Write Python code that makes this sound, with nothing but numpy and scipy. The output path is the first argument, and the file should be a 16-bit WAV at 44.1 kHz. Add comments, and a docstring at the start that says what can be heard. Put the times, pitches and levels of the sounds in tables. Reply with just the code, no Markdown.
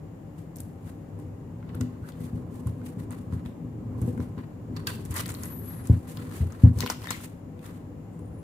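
"""A low room hum under microphone hiss, and the rumble of hands leaning on a carpeted bench, are heard first.
Close to a two-microphone phone standing there, hands fit wires into screw terminals: ticks are noise cracks
ringing a board, rustles are grainy noise, and knocks ring the bench modes and set loose things rattling.
Steel clinks are ringing modes; creaks and a very high squeak are wavering sines. Rows of small ticks chatter.
A short room tail follows the ticks, clinks and squeaks."""
import sys
import numpy as np
from scipy import signal
from scipy.fft import rfft, irfft
from scipy.io import wavfile
from scipy.ndimage import uniform_filter1d

SR = 44100
rng = np.random.default_rng(int(sys.argv[2]) if len(sys.argv) > 2 else 0)


def to_wav(s):
    """Save 16-bit WAV."""
    ch = np.atleast_2d(s).T  # columns
    pcm = np.round(np.clip(ch, -1, 1) * 32767)  # PCM
    wavfile.write(sys.argv[1], SR, pcm.astype(np.int16))


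N = 371757

# blows on the bench; the lean favours the low modes:
# start_s, level_db, lean_db_per_octave, contact_ms
BLOWS = [(0.6, -23, 11, 1.2), (1.753, -20.5, -7, 2), (1.804, -17.5, -7, 2.3), (1.8113, -8.5, -0.5, 2.9),
         (2.016, -18, 2, 3.4), (2.206, -21.5, -8.5, 2.8), (2.331, -9.5, -3.5, 3.7), (2.658, -6.5, 4, 4.4),
         (2.969, -18.5, -8.5, 3.1), (3.326, -8, -1.5, 3.7), (3.426, -27, -5, 1.8), (3.457, -15, -9, 5.2),
         (3.646, -16, 0.5, 2), (4.017, -9, 9, 1.6), (4.078, -21, -11.5, 1.7), (4.176, -29, -11, 2.3),
         (4.196, -10.5, 0.5, 1.8), (4.374, -18, -7.5, 2.5), (4.698, -15, -6.5, 3.8), (4.867, -26, 3, 2),
         (5.097, -11.5, 13, 8.1), (5.792, -19, 9, 2.1), (5.897, 3, 11.5, 1.65), (6.403, -9.5, 17.5, 3.9),
         (6.417, -7.5, 12, 2.9), (6.635, 10.5, 6.5, 3.5), (6.662, -20, 16.5, 2.2), (6.756, -7.5, 10, 6.2),
         (6.768, -24, 11, 4.2), (6.83, -20, 15, 3.7), (6.835, -29, -16, 1.2), (7.106, -22, -3.5, 1.6)]
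# ringing modes of the circuit board: mode_hz, level_db, t60_s
BOARD_MODES = [(970, -19.5, 0.0034), (1050, -2, 0.025), (1180, -7, 0.012), (1360, 5, 0.021),
               (1490, 0, 0.033), (1800, 13.5, 0.0079), (2036, 15, 0.021), (2360, 2.5, 0.01),
               (2700, -1, 0.012), (3040, 14.5, 0.021), (4600, -15, .04)]


def undb(db):
    """Turn decibels into an amplitude factor."""
    return 10 ** (np.asarray(db) / 20)


def unit(x):
    """Scale to an rms of 1."""
    return x / np.sqrt(np.mean(x ** 2))


def peak1(x):
    """Scale each channel to a peak of 1."""
    return x / np.abs(x).max(axis=-1, keepdims=True)


def butter(x, order, hz, kind):
    """Filter x with a Butterworth high-pass or band-pass."""
    return signal.sosfilt(signal.butter(order, hz, kind, fs=SR, output="sos"), x)


def on_log(table, hz):
    """Read a (Hz, value) table along a log axis."""
    table_hz, values = np.transpose(table)
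    return np.interp(np.log(hz + 1), np.log(table_hz), values)


def colour(x, table):
    """Weight the spectrum of x by a (Hz, dB) table."""
    size = x.shape[-1]
    hz = np.arange(size // 2 + 1) * SR / size
    return irfft(rfft(x) * undb(on_log(table, hz)), size)


def ring(x, hz, t60_s):
    """Drive one decaying mode with x: a unit impulse rings with amplitude 1."""
    pole = np.exp(2j * np.pi * hz / SR - np.log(1000) / (t60_s * SR))
    return signal.lfilter([1], [1, -pole], x, axis=-1).imag


def walk(rate, size=N):
    """Random levels held 1 / rate s and smoothed twice; spread near 1."""
    hold = int(SR / rate)
    steps = np.repeat(rng.standard_normal(size // hold + 1), hold)
    return 1.3 * uniform_filter1d(uniform_filter1d(steps, hold), hold)[:size]


def lean_sides(pan_db):
    """Left and right gains that differ by pan_db, left minus right."""
    return undb(np.array([pan_db, -pan_db]).reshape(2, -1) / 2)


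def ports(near, other, pan_db, alike):
    """Left hears near; right hears it 0.35 ms later, partly replaced by another signal."""
    late = np.roll(near, int(0.00035 * SR))
    right = np.sqrt(alike) * late + np.sqrt(1 - alike) * other
    return np.array([near, right]) * lean_sides(pan_db)


def tone(s, hz, db, waver, flicker_db):
    """A sine follows its pitch and rms level, wavering and flickering as the contact slips."""
    out = np.zeros(N)
    span = np.arange(int(s[0] * SR), int(s[-1] * SR))
    t = span / SR
    pitch = uniform_filter1d(np.interp(t, s, hz), size=400)
    pitch *= 1 + waver * walk(320, size=len(span))
    level_db = np.interp(t, s, db) + flicker_db * walk(130, size=len(span))
    out[span] = np.sin(2 * np.pi * np.cumsum(pitch) / SR) * undb(level_db)
    return np.sqrt(2) * out


def hum():
    """Low room noise fades into microphone hiss, with narrow tones; left and right agree mainly in the bass."""
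    # spectrum of the room and the hiss: hz, relative_density_db
    floor_shape = [(15, -74), (25, -23), (108, -2.5), (130, -12), (161, 1), (206, -14), (249, -7.5),
                   (373, -15.5), (476, -18.5), (1020, -28), (1440, -36), (1890, -37.5), (3820, -51),
                   (10100, -53), (16000, -51.5)]
    # narrow bands standing out of it: centre_hz, width_hz, level_db
    narrow_tones = [(99, 5, -48), (295.4, 5, -54), (490.8, 7.4, -59), (553, 21, -62.5), (784, 7.6, -66.5),
                    (2830, 46, -82.5), (7050, 600, -78.5)]
    # agreement of the two microphones, held within 0 to 0.99 below: hz, likeness (no unit)
    likeness = [(60, 0.98), (130, 1), (290, 0.85), (640, 0.24), (1410, -0.0029), (3100, -2), (6820, -0.38),
                (15000, -1.3)]
    floor_db = -41.5
    hz = np.arange(N // 2 + 1) * SR / N
    power = undb(2 * on_log(floor_shape, hz))
    power *= undb(2 * floor_db) / power.sum()
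    for tone_hz, width_hz, level_db in narrow_tones:
        bell = np.exp(-.5 * ((hz - tone_hz) / (width_hz / 2)) ** 2)
        power += undb(2 * level_db) * bell / bell.sum()
    alike = np.clip(on_log(likeness, hz), 0, .99)
    # the sum and the difference of the microphones share out the power
    noise = rfft(rng.standard_normal((2, N))) * np.sqrt(power * N / 2)
    mid, side = noise * np.sqrt([1 + alike, 1 - alike]) / np.sqrt(2)
    return irfft(np.array([mid + side, mid - side]), N) * undb(.4 * walk(3))


def bench():
    """Half-cycle blows and a shaking push drive the bench modes, which carry them to both microphones."""
    # ringing modes of the bench top: mode_hz, level_db, t60_s, left_minus_right_db
    bench_modes = [(72.5, -9, 0.077, 4), (88.6, -1.5, 0.3, 2), (105.3, -5.5, 0.18, 2.5),
                   (114.9, 3, 0.24, -0.5), (166, -3, 0.29, 4), (194.3, -5.5, 0.18, -1.5),
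                   (220.7, -6, 0.28, 5), (248.6, -1, 0.46, 4.5), (300, -7, 0.11, -8),
                   (332.4, -21, 0.51, 13), (402, -11, 0.15, 2), (486, -16, 0.17, 11), (574, -28, 0.028, 5),
                   (808, -27, 0.036, -10), (1030, -26, 0.031, -20)]
    # hands leaning and twisting on the bench: start_s, rumble_db
    pressure = [(0.0, -41.5), (0.3, -58.5), (0.59, -46), (1.55, -42), (1.76, -36), (2.05, -44),
                (2.42, -35.5), (3.73, -40.5), (4.06, -28), (4.44, -46), (4.8, -36), (5.73, -38),
                (5.87, -38.5), (6.46, -35), (6.6, -47), (6.76, -32), (7.1, -49), (8.43, -41.5)]
    shake_damp = 0.63  # leaning hands shorten the ring, as a share of t60
    settle_s, settle_t60_s = 0.078, 0.17  # what struck the bench comes to rest on it and chokes the ring
    t, out = np.arange(N) / SR, 0
    pushing = undb(np.interp(t, *np.transpose(pressure)))
    after = t[:SR // 2]
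    impulse = np.where(after == 0, 1.0, 0.0)
    choke = 1000 ** (-np.maximum(after - settle_s, 0) / settle_t60_s)
    shares = undb(np.array(bench_modes)[:, 1])
    for hz, level_db, t60_s, pan_db in bench_modes:
        blows = np.zeros(N)
        for at, blow_db, lean_db, contact_ms in BLOWS:
            push = np.hanning(int(contact_ms * SR / 1000) + 2)
            i = int(at * SR)
            blows[i:i + len(push)] -= push / push.sum() * undb(blow_db - lean_db * np.log2(hz / 130))
        struck = signal.oaconvolve(blows, ring(impulse, hz, t60_s) * choke)[:N]
        unsteady = rng.standard_normal(N) * undb(1.8 * walk(8.0))
        shake = unit(ring(unsteady, hz, shake_damp * t60_s))
        mode = struck / shares.sum() + shake / np.sqrt(shares @ shares) * pushing
        out = out + undb(level_db) * lean_sides(pan_db) * mode
    # the knocks and the rumble carry no deep bass
    return butter(out, 4, 75., "high")


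def ticks():
    """Each tick is a crack of noise round its own centre, ringing the board modes near the struck spot's pitch."""
    # ticks of tip, screw, board and wire ends:
    # start_s, level_db, crack_centre_hz, struck_pitch_hz, ring_re_level_db, left_minus_right_db
    single_ticks = [(0.383, -52, 2550, 923, -11, -1), (0.5584, -36, 7000, 1230, -55, 2),
                    (0.5606, -29, 10500, 1230, -55, 3), (0.568, -30, 11600, 1120, -50, -2),
                    (0.585, -36, 7000, 1110, -52, 6), (0.604, -24, 10800, 910, -64, 0),
                    (0.6162, -42, 11000, 910, -50, 2), (0.633, -44, 9000, 910, -50, 2),
                    (1.19, -44, 9910, 1020, 3, -3), (1.628, -54, 2530, 1340, 18, 0),
                    (1.6918, -43, 2880, 1120, -6, -1), (1.746, -41, 3500, 1300, 5, -2),
                    (1.751, -32.5, 11200, 1330, -5, 1), (1.8104, -23.5, 7160, 1500, -0.5, 3.5),
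                    (1.8107, -32, 3660, 1390, 4, -2), (2.0886, -38, 3840, 1370, 4.5, 3),
                    (2.121, -42, 3740, 915, -14, 5), (2.206, -37, 12100, 1220, -5, 3),
                    (2.671, -30.5, 9600, 1006, 0.5, -4), (2.816, -49, 2530, 1520, 12, 0),
                    (2.856, -41, 10200, 1010, -10, 2), (3.1075, -27.5, 8500, 1030, -4.5, 0),
                    (3.124, -31, 8500, 1090, -7, 1.2), (3.3251, -49, 3770, 1000, 14, -3),
                    (3.453, -47, 2500, 1900, 6, 8), (3.46, -38, 2970, 990, 5, -3),
                    (4.0164, -32, 10400, 902, -24, -7), (4.0745, -41, 11800, 1020, -17, -2.5),
                    (4.177, -42.5, 9120, 1060, 10.5, 4), (4.2027, -41, 3860, 1030, 12, -4),
                    (4.379, -45.5, 2930, 1070, 12.5, -1), (4.7649, -31.5, 4700, 1330, -5, -7),
                    (4.77, -36, 4700, 890, -21, -5), (4.8707, -13.5, 4170, 1400, -25, -0.5),
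                    (4.874, -24, 9300, 1550, -20, 26), (5.052, -29, 9800, 930, -20, 2),
                    (5.109, -28, 10100, 1070, -14, -5), (5.1174, -35, 12600, 1000, -26, 7),
                    (5.1414, -22, 10500, 1490, -14, -1), (5.15, -30, 8500, 1490, -12, 0),
                    (5.156, -25.5, 10000, 1820, -2, 12), (5.165, -16, 10600, 2240, -11.5, -1),
                    (5.18, -22, 10000, 1600, -3, 1), (5.1942, -26, 8500, 1990, -3, 3),
                    (5.2088, -34, 9000, 1900, -8, -3), (5.2585, -24, 3940, 1790, -6, 3),
                    (5.2628, -23, 11000, 1790, -10, 5), (5.28, -24, 7500, 1160, -11, 3),
                    (5.2917, -21.5, 7500, 1460, -2.5, 2), (5.3018, -34, 10000, 1500, -9, 0),
                    (5.3183, -23.5, 9000, 1120, -11, 1), (5.3414, -23.5, 8300, 1050, -5, -5),
                    (5.349, -28.5, 3900, 1800, -7, 2), (5.435, -16, 7700, 910, -15, 2),
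                    (5.456, -22, 10800, 2050, -12, 3), (5.6582, -33, 11800, 1090, -34, 6),
                    (5.8718, -25, 9500, 1070, -25, 3), (6.079, -36, 10800, 1050, -12, -1),
                    (6.172, -28.5, 3870, 970, -4.5, 6), (6.365, -36, 8480, 902, -11, 5),
                    (6.423, -42, 2600, 966, -14, -3), (6.5227, -33.5, 6900, 1380, -3.5, 8),
                    (6.637, -39, 8580, 1020, 1, -3.5), (6.788, -24.5, 7300, 940, -25, 15),
                    (6.797, -32, 4000, 1000, 2, 3), (6.8054, -13, 5100, 1020, -9.5, 7.5),
                    (6.818, -27, 4500, 2700, -2, 3), (6.8252, -26, 3200, 2000, 5, -5),
                    (6.8623, -17.5, 3540, 980, 0.5, 0), (6.869, -26, 4500, 2000, -8, 4),
                    (6.8744, -23, 2300, 2360, -2, 8), (6.9005, -11.5, 5740, 1033, 3, 2),
                    (6.9115, -28, 3200, 1490, -9, 1), (6.923, -39, 4500, 2000, -5, 3),
                    (7.018, -39, 2900, 990, 4, -9), (7.028, -37, 2750, 1800, -4, 0),
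                    (7.043, -32.5, 4900, 1050, 5, 4), (7.056, -34, 2400, 2360, 0, 0),
                    (7.0716, -29, 3700, 1240, 3, 6), (7.1062, -9, 7000, 1100, -12, 7),
                    (7.1089, -16, 3000, 1240, -1.5, -3), (7.1187, -27, 4380, 2330, -3, 6),
                    (7.204, -41, 3000, 1210, 8, 4), (7.592, -43, 3040, 907, -30, 4),
                    (7.656, -39, 3020, 1180, -3, 3), (8.1924, -40, 8400, 991, 0, 2)]
    tail_t60_s, bounce_db = 0.0074, -10.5
    bright_db = -3.5  # treble of the crack, re the tick's level
    dull_db, dull_per_ring = -8, 0.37  # lower part of the crack; it grows with the ring of the board
    out, t = np.zeros((2, N + SR)), np.arange(SR // 25) / SR
    snap = np.exp(-t / 0.001) * np.minimum(t / 0.00011, 1)
    for at, level_db, crack_hz, pitch_hz, ring_db, pan_db in single_ticks + chatter():
        # each tick touches twice, 1.4 to 4.8 ms apart
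        bounce = np.roll(snap, int(rng.uniform(0.00136, 0.00476) * SR))
        envelope = snap + undb(bounce_db) * bounce + 0.073 * 1000 ** (-t / tail_t60_s)
        grit = rng.standard_normal((2, len(t))) * envelope
        grit[:, 4] += 1.8  # sharp spike of the first contact
        around = signal.butter(2, [crack_hz / 1.355, crack_hz * 1.3], "band", fs=SR)
        crack = 0.64 * peak1(signal.lfilter(*around, grit))
        crack += undb(bright_db) * peak1(butter(grit, 2, 8000., "high"))
        dull = peak1(butter(grit, 2, [1400., 7000.], "band"))
        crack += undb(dull_db + dull_per_ring * ring_db) * dull
        body = 0
        for hz, mode_db, t60_s in BOARD_MODES:
            # modes far from the struck pitch are weaker, and each tick detunes them
            size = undb(mode_db - 37 * abs(np.log2(hz / pitch_hz)))
            body = body + size * ring(grit + 0.66 * snap, hz * rng.normal(1, 0.028), t60_s)
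        tick = (crack + undb(ring_db) * peak1(body)) * undb(level_db)
        i = int(at * SR)
        out[:, i:i + len(t)] += ports(*tick, pan_db, 0.042)
    # small parts radiate no bass
    return butter(out[:, :N], 2, 750., "high")


def rustle():
    """Fibres and skin slip as dense grains of uneven size: a bright hiss and a duller scrape."""
    # skin and sleeves on the carpet, then board and loudspeakers dragged over it:
    # start_s, hiss_db, scrape_re_hiss_db
    dragging = [(1.6, -94, 29), (1.81, -61, 2), (1.95, -72, 6), (2.3, -65, 2), (2.55, -86, 3),
                (2.8, -64, -2), (3.3, -89, -5), (3.86, -87, 5), (4.01, -56, -19), (4.25, -72, 1),
                (4.75, -88, -9), (4.95, -48, -10), (5.07, -59, -0.5), (5.3, -51, 0), (5.48, -47.5, -3.5),
                (5.6, -63, 0.5), (5.9, -70, -5), (6.31, -53, 0), (6.7, -62.5, 5.5), (6.81, -69, -11.5),
                (6.99, -58, -14), (7.072, -48, -3), (7.24, -49.5, -17), (7.4, -73, 2)]
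    # single rubs of finger, handle or wire; rise and fall each span 13.9 dB:
    # peak_s, hiss_db, rise_s, fall_s, scrape_re_hiss_db
    single_rubs = [(0.389, -57, 0.025, 0.073, -8), (0.564, -53.5, 0.0065, 0.12, -15),
                   (0.87, -52.5, 0.046, 0.072, -4), (1.199, -61, 0.0082, 0.084, -7),
                   (1.812, -46.5, .0085, 0.033, -4), (2.05, -64, 0.016, 0.068, 7),
                   (2.096, -47, 0.037, 0.023, -10), (2.25, -50, 0.074, 0.049, -17),
                   (2.363, -56, 0.035, 0.043, -5), (2.556, -49.5, 0.036, 0.066, -21),
                   (2.674, -48.5, 0.013, 0.035, -12), (2.865, -49, 0.034, 0.067, -8),
                   (3.002, -53, 0.029, 0.056, -3), (3.117, -50.5, 0.01, 0.1, -2),
                   (3.336, -54.5, 0.021, 0.054, 3), (3.462, -52.5, 0.011, 0.041, 1),
                   (4.019, -53, .008, 0.07, -8), (4.083, -50.5, 0.023, 0.061, -14),
                   (4.224, -53.5, 0.087, 0.072, -3), (4.388, -64.5, 0.031, 0.12, 10),
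                   (4.771, -54, 0.02, 0.079, 3.5), (4.872, -32.5, 0.0041, 0.043, -8),
                   (5.059, -41, 0.0069, 0.014, -20), (5.116, -36, 0.019, 0.012, -19),
                   (5.168, -28.5, 0.017, 0.051, -6.5), (5.21, -29, 0.049, 0.0054, -9),
                   (5.292, -29.5, 0.0069, 0.021, -5), (5.705, -49, 0.1, 0.15, 0.5),
                   (5.869, -47, 0.061, 0.11, -2), (5.97, -52.5, 0.0092, 0.046, -16),
                   (6.09, -42.5, 0.016, 0.095, -21), (6.224, -49.5, 0.099, 0.019, 4.5),
                   (6.366, -40.5, 0.082, 0.086, -12), (6.639, -53, 0.046, 0.046, -8),
                   (6.813, -35, 0.042, 0.012, -15), (6.835, -52, 0.02, 0.03, 15),
                   (6.868, -46, 0.0066, 0.026, 4), (6.905, -27.5, 0.012, 0.024, -7),
                   (7.038, -45.5, 0.015, 0.0091, -7), (7.11, -31, 0.0077, 0.033, -4),
                   (7.259, -43, 0.091, 0.006, -20), (7.661, -46, 0.038, 0.048, -4.5),
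                   (7.764, -56, 0.13, 0.062, 1)]
    # spectrum of the hiss: hz, relative_density_db
    hiss_shape = [(2000, -0.5), (3500, -4), (5500, -7), (7500, -1.5), (10000, -1), (13000, -3),
                  (14800, -11.5), (15500, -0.5)]
    # spectrum of the scrape before the board rings: hz, relative_density_db
    scrape_shape = [(600, -39), (1000, 2), (1450, -4), (2000, -6), (3000, -16), (4500, -14), (6000, -39.5)]
    t = np.arange(N) / SR
    grain = undb(2.2 * rng.exponential(size=N) + 2.3 * walk(150) + 1.5 * walk(30))

    def grains(shape):
        """Colour fresh noise under the shared grain sizes and place it before the microphones."""
        noise = unit(colour(grain * rng.standard_normal((2, N)), shape))
        return ports(*noise, 1, 0.016)

    hiss, scrape = grains(hiss_shape), grains(scrape_shape)
    # what scrapes also rings the board, and it catches and lets go
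    body = unit(sum(undb(db) * ring(scrape, hz, t60_s) for hz, db, t60_s in BOARD_MODES))
    scrape = unit(scrape + 0.35 * body) * undb(3.3 * walk(70))
    s, hiss_db, scrape_db = np.transpose(dragging)
    drag_db = np.interp(t, s, hiss_db, -150, -150)
    hiss_power = undb(2 * drag_db)
    scrape_power = undb(2 * (drag_db + np.interp(t, s, scrape_db)))
    for at, hiss_db, rise_s, fall_s, scrape_db in single_rubs:
        near = slice(int((at - .3) * SR), int((at + .5) * SR))
        since = t[near] - at
        away = np.where(since < 0, -since / rise_s, since / fall_s)
        rub_db = hiss_db - 13.9 * away ** 0.85
        hiss_power[near] += undb(2 * rub_db)
        scrape_power[near] += undb(2 * (rub_db + scrape_db))
    return np.sqrt(hiss_power) * hiss + np.sqrt(scrape_power) * scrape


def rattle():
    """Things lying on the bench jump and settle just after each blow: a swell of low noise."""
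    rattle_db, swell_s = -37.5, 0.014  # re the blow's level; time to the swell's peak
    t, blows = np.arange(SR // 8) / SR, np.zeros(N)
    at, level_db = np.transpose(BLOWS)[:2]
    blows[(at * SR).astype(int)] = undb(level_db + rattle_db)
    settle = signal.fftconvolve(blows, t / swell_s * np.exp(1 - t / swell_s))[:N]
    noise = unit(butter(rng.standard_normal((2, N)), 2, [175, 448], "band"))
    return ports(*noise * settle, 2.6, 0.38)


def creaks():
    """Stick-slip gives a rough tone and its second harmonic, drawn afresh for each channel."""
    # the tip creaks in the screw slot, later the loudspeaker frame as it is set down; one list for each:
    # start_s, pitch_hz, level_db, second_harmonic_re_first_db
    creak_paths = [
        [(2.025, 1340, -75, -15), (2.04, 1400, -59, -19), (2.06, 1580, -61, -23), (2.085, 1750, -65, -19),
         (2.1, 1780, -75, -15)],
        [(7.03, 1850, -73, -10), (7.05, 1764, -49, -14.5), (7.07, 1790, -59, -15), (7.089, 1870, -46, 2),
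         (7.104, 1910, -48, -2), (7.125, 2170, -45, -1), (7.15, 2050, -54, -13), (7.18, 2040, -61, -15),
         (7.19, 2050, -77, -15)],
    ]
    out = np.zeros((2, N))
    for path in creak_paths:
        s, hz, level_db, second_db = np.transpose(path)
        for channel in out:
            channel += tone(s, hz, level_db, .07, 5.)
            channel += tone(s, 2 * hz, level_db + second_db, .02, 5.)
    return ports(*out, 2.5, 0.27)


def clinks():
    """Hard, gritty contacts ring the modes of shaft and handle; the changing grip detunes them each time."""
    # the steel screwdriver leaves the terminal; the lean favours the low modes:
    # start_s, level_db, lean_db_per_octave
    steel_contacts = [(4.765, -40, -5.5), (4.7707, -56, 3), (4.8707, -22, -1.5), (4.8752, -17, 12)]
    # modes of shaft and handle, whose decay is shortened below: mode_hz, level_db, full_t60_s
    steel_modes = [(1520, -7, 0.052), (2660, -13, 0.045), (4260, -19, 0.04), (4520, -6, 0.039),
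                   (4900, -25, 0.04), (7100, -21, 0.046), (8300, -35, 0.05), (10200, -35, 0.037)]
    out, t = np.zeros((2, N)), np.arange(SR // 8) / SR
    envelope = np.exp(-t / 0.0031) + 0.067 * np.exp(-t / 0.02)
    for at, level_db, lean_db in steel_contacts:
        i = int(at * SR)
        for hz, mode_db, t60_s in steel_modes:
            grit = rng.standard_normal((2, len(t))) * envelope
            grit /= np.sqrt(np.sum(grit ** 2, axis=1, keepdims=True))
            size = undb(level_db + mode_db - lean_db * np.log2(hz / 1460))
            out[:, i:i + len(t)] += size * ring(grit, hz * rng.normal(1, 0.0098), 0.85 * t60_s)
    return ports(*out, 0.5, 0.13)


def chatter():
    """Rows of small contacts at uneven moments, each with its own size, colour and struck spot, for ticks()."""
    # loose wires and frames chatter while things are dragged:
    # start_s, end_s, first_level_db, last_level_db, ring_re_level_db, contacts (count)
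    chatter_runs = [(5.158, 5.21, -29, -30, -4, 20), (6.812, 6.859, -31, -31, -2, 11),
                    (6.913, 6.955, -29, -48, 1, 7), (7.02, 7.104, -42, -31, 2, 11),
                    (7.11, 7.181, -30, -47, -1, 14)]
    spread_db = 5  # either way
    rows = []
    for start, end, first_db, last_db, ring_db, count in chatter_runs:
        for k, (when, size, crack, spot) in enumerate(rng.random((int(count), 4))):
            at = start + (end - start) * (k + when) / count
            level_db = np.interp(at, [start, end], [first_db, last_db]) + spread_db * (2 * size - 1)
            rows.append((at, level_db, 2600 * 2 ** (1.64 * crack), 950 * 2 ** (1.4 * spot), ring_db, 2.2))
    return rows


def squeaks():
    """Three strands stick and slip, each a sine at its own very high pitch."""
    # the board is slid round, then faintly a loudspeaker's wire drags; one list for each:
    # start_s, low_hz, middle_hz, high_hz, low_db, middle_db, high_db
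    squeak_paths = [
        [(5.33, 9300, 10200, 11900, -83, -80, -61), (5.36, 9400, 10300, 12000, -90, -62, -59),
         (5.385, 9600, 11000, 12700, -93, -55, -56), (5.414, 9900, 10850, 12400, -85, -54, -66),
         (5.44, 10200, 11150, 12930, -73, -54, -85), (5.474, 10300, 11770, 13500, -72, -53, -80),
         (5.51, 10300, 11720, 13900, -64, -50.5, -71), (5.548, 10340, 12060, 14000, -67, -48, -69),
         (5.576, 10650, 12060, 13850, -65, -45, -66), (5.61, 10400, 11340, 13950, -62, -61, -63),
         (5.626, 10350, 11450, 13300, -63, -57, -63), (5.648, 10300, 11080, 12600, -59, -53, -66),
         (5.664, 10160, 11520, 12900, -62, -57, -80), (5.68, 10040, 11450, 13000, -61, -52, -67),
         (5.726, 10400, 11580, 13380, -63, -54, -65), (5.746, 10300, 11000, 13000, -60, -54, -64),
         (5.78, 9950, 10800, 12750, -63, -60, -66), (5.81, 9900, 10900, 12500, -66, -62, -85),
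         (5.86, 9400, 10500, 12100, -85, -58, -95)],
        [(8.09, 7100, 8200, 10150, -85, -95, -99), (8.12, 7250, 8250, 10500, -75, -83, -99),
         (8.14, 7200, 8350, 10500, -80, -75, -99), (8.155, 7200, 9000, 10650, -82, -76, -99),
         (8.19, 7100, 9050, 10550, -88, -86, -83), (8.2, 7200, 9110, 10470, -99, -95, -71),
         (8.22, 7000, 9050, 9900, -99, -95, -75), (8.24, 7100, 9050, 9500, -99, -82, -91.5),
         (8.258, 7100, 9040, 9900, -99, -71, -95), (8.275, 7100, 9000, 9800, -99, -88, -77),
         (8.3, 7100, 9000, 9500, -99, -99, -88), (8.33, 7100, 9000, 10300, -99, -99, -77),
         (8.355, 7100, 9000, 10540, -99, -99, -69), (8.38, 7200, 9000, 10500, -99, -99, -74),
         (8.405, 7000, 9000, 9950, -99, -99, -76), (8.425, 7200, 9000, 9750, -99, -99, -81)],
    ]
    waver, flicker_db = .0045, 3.5  # share of the pitch; level
    out = np.zeros(N)
    for path in squeak_paths:
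        s, *columns = np.transpose(path)
        for hz, level_db in zip(columns[:3], columns[3:]):
            out += tone(s, hz, level_db, waver, flicker_db)
    return ports(out, -np.roll(out, 1), 7, 0.17)


def room(x):
    """Walls return a short decaying noise tail, unrelated at the two microphones."""
    t60_s, tail_db = 0.42, -9
    t = np.arange(SR // 2) / SR
    # hz, relative_db
    shape = [(700, 2.5), (1500, 4.1), (2050, 7.5), (2500, 12.2), (6000, 1.0), (15000, 2.7)]
    tail = colour(rng.standard_normal((2, len(t))), shape)
    tail *= 1000 ** (-t / t60_s) * (t > .002)
    tail *= undb(tail_db) / np.sqrt(np.sum(tail ** 2, axis=1, keepdims=True))
    return signal.fftconvolve(x, tail, axes=1)[:, :N]


def scene():
    """Sum the close sounds, their room tail and the hum, which leans to the left."""
    hits, steel, thin = ticks(), clinks(), squeaks()
    near = hits + steel + thin + creaks() + rustle() + bench() + rattle()
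    return near + room(hits + 0.98 * steel + 2.9 * thin) + hum() * lean_sides(2 * 1.46)


def record(dry):
    """The phone cuts the deepest bass and the top, and sets the level 1 dB down."""
    trimmed = butter(dry, 2, 30, "high")
    top = signal.ellip(8, .2, 70, 15300, fs=SR, output="sos")
    return signal.sosfilt(top, trimmed * undb(-1))


dry = scene()
out = record(dry)
to_wav(out)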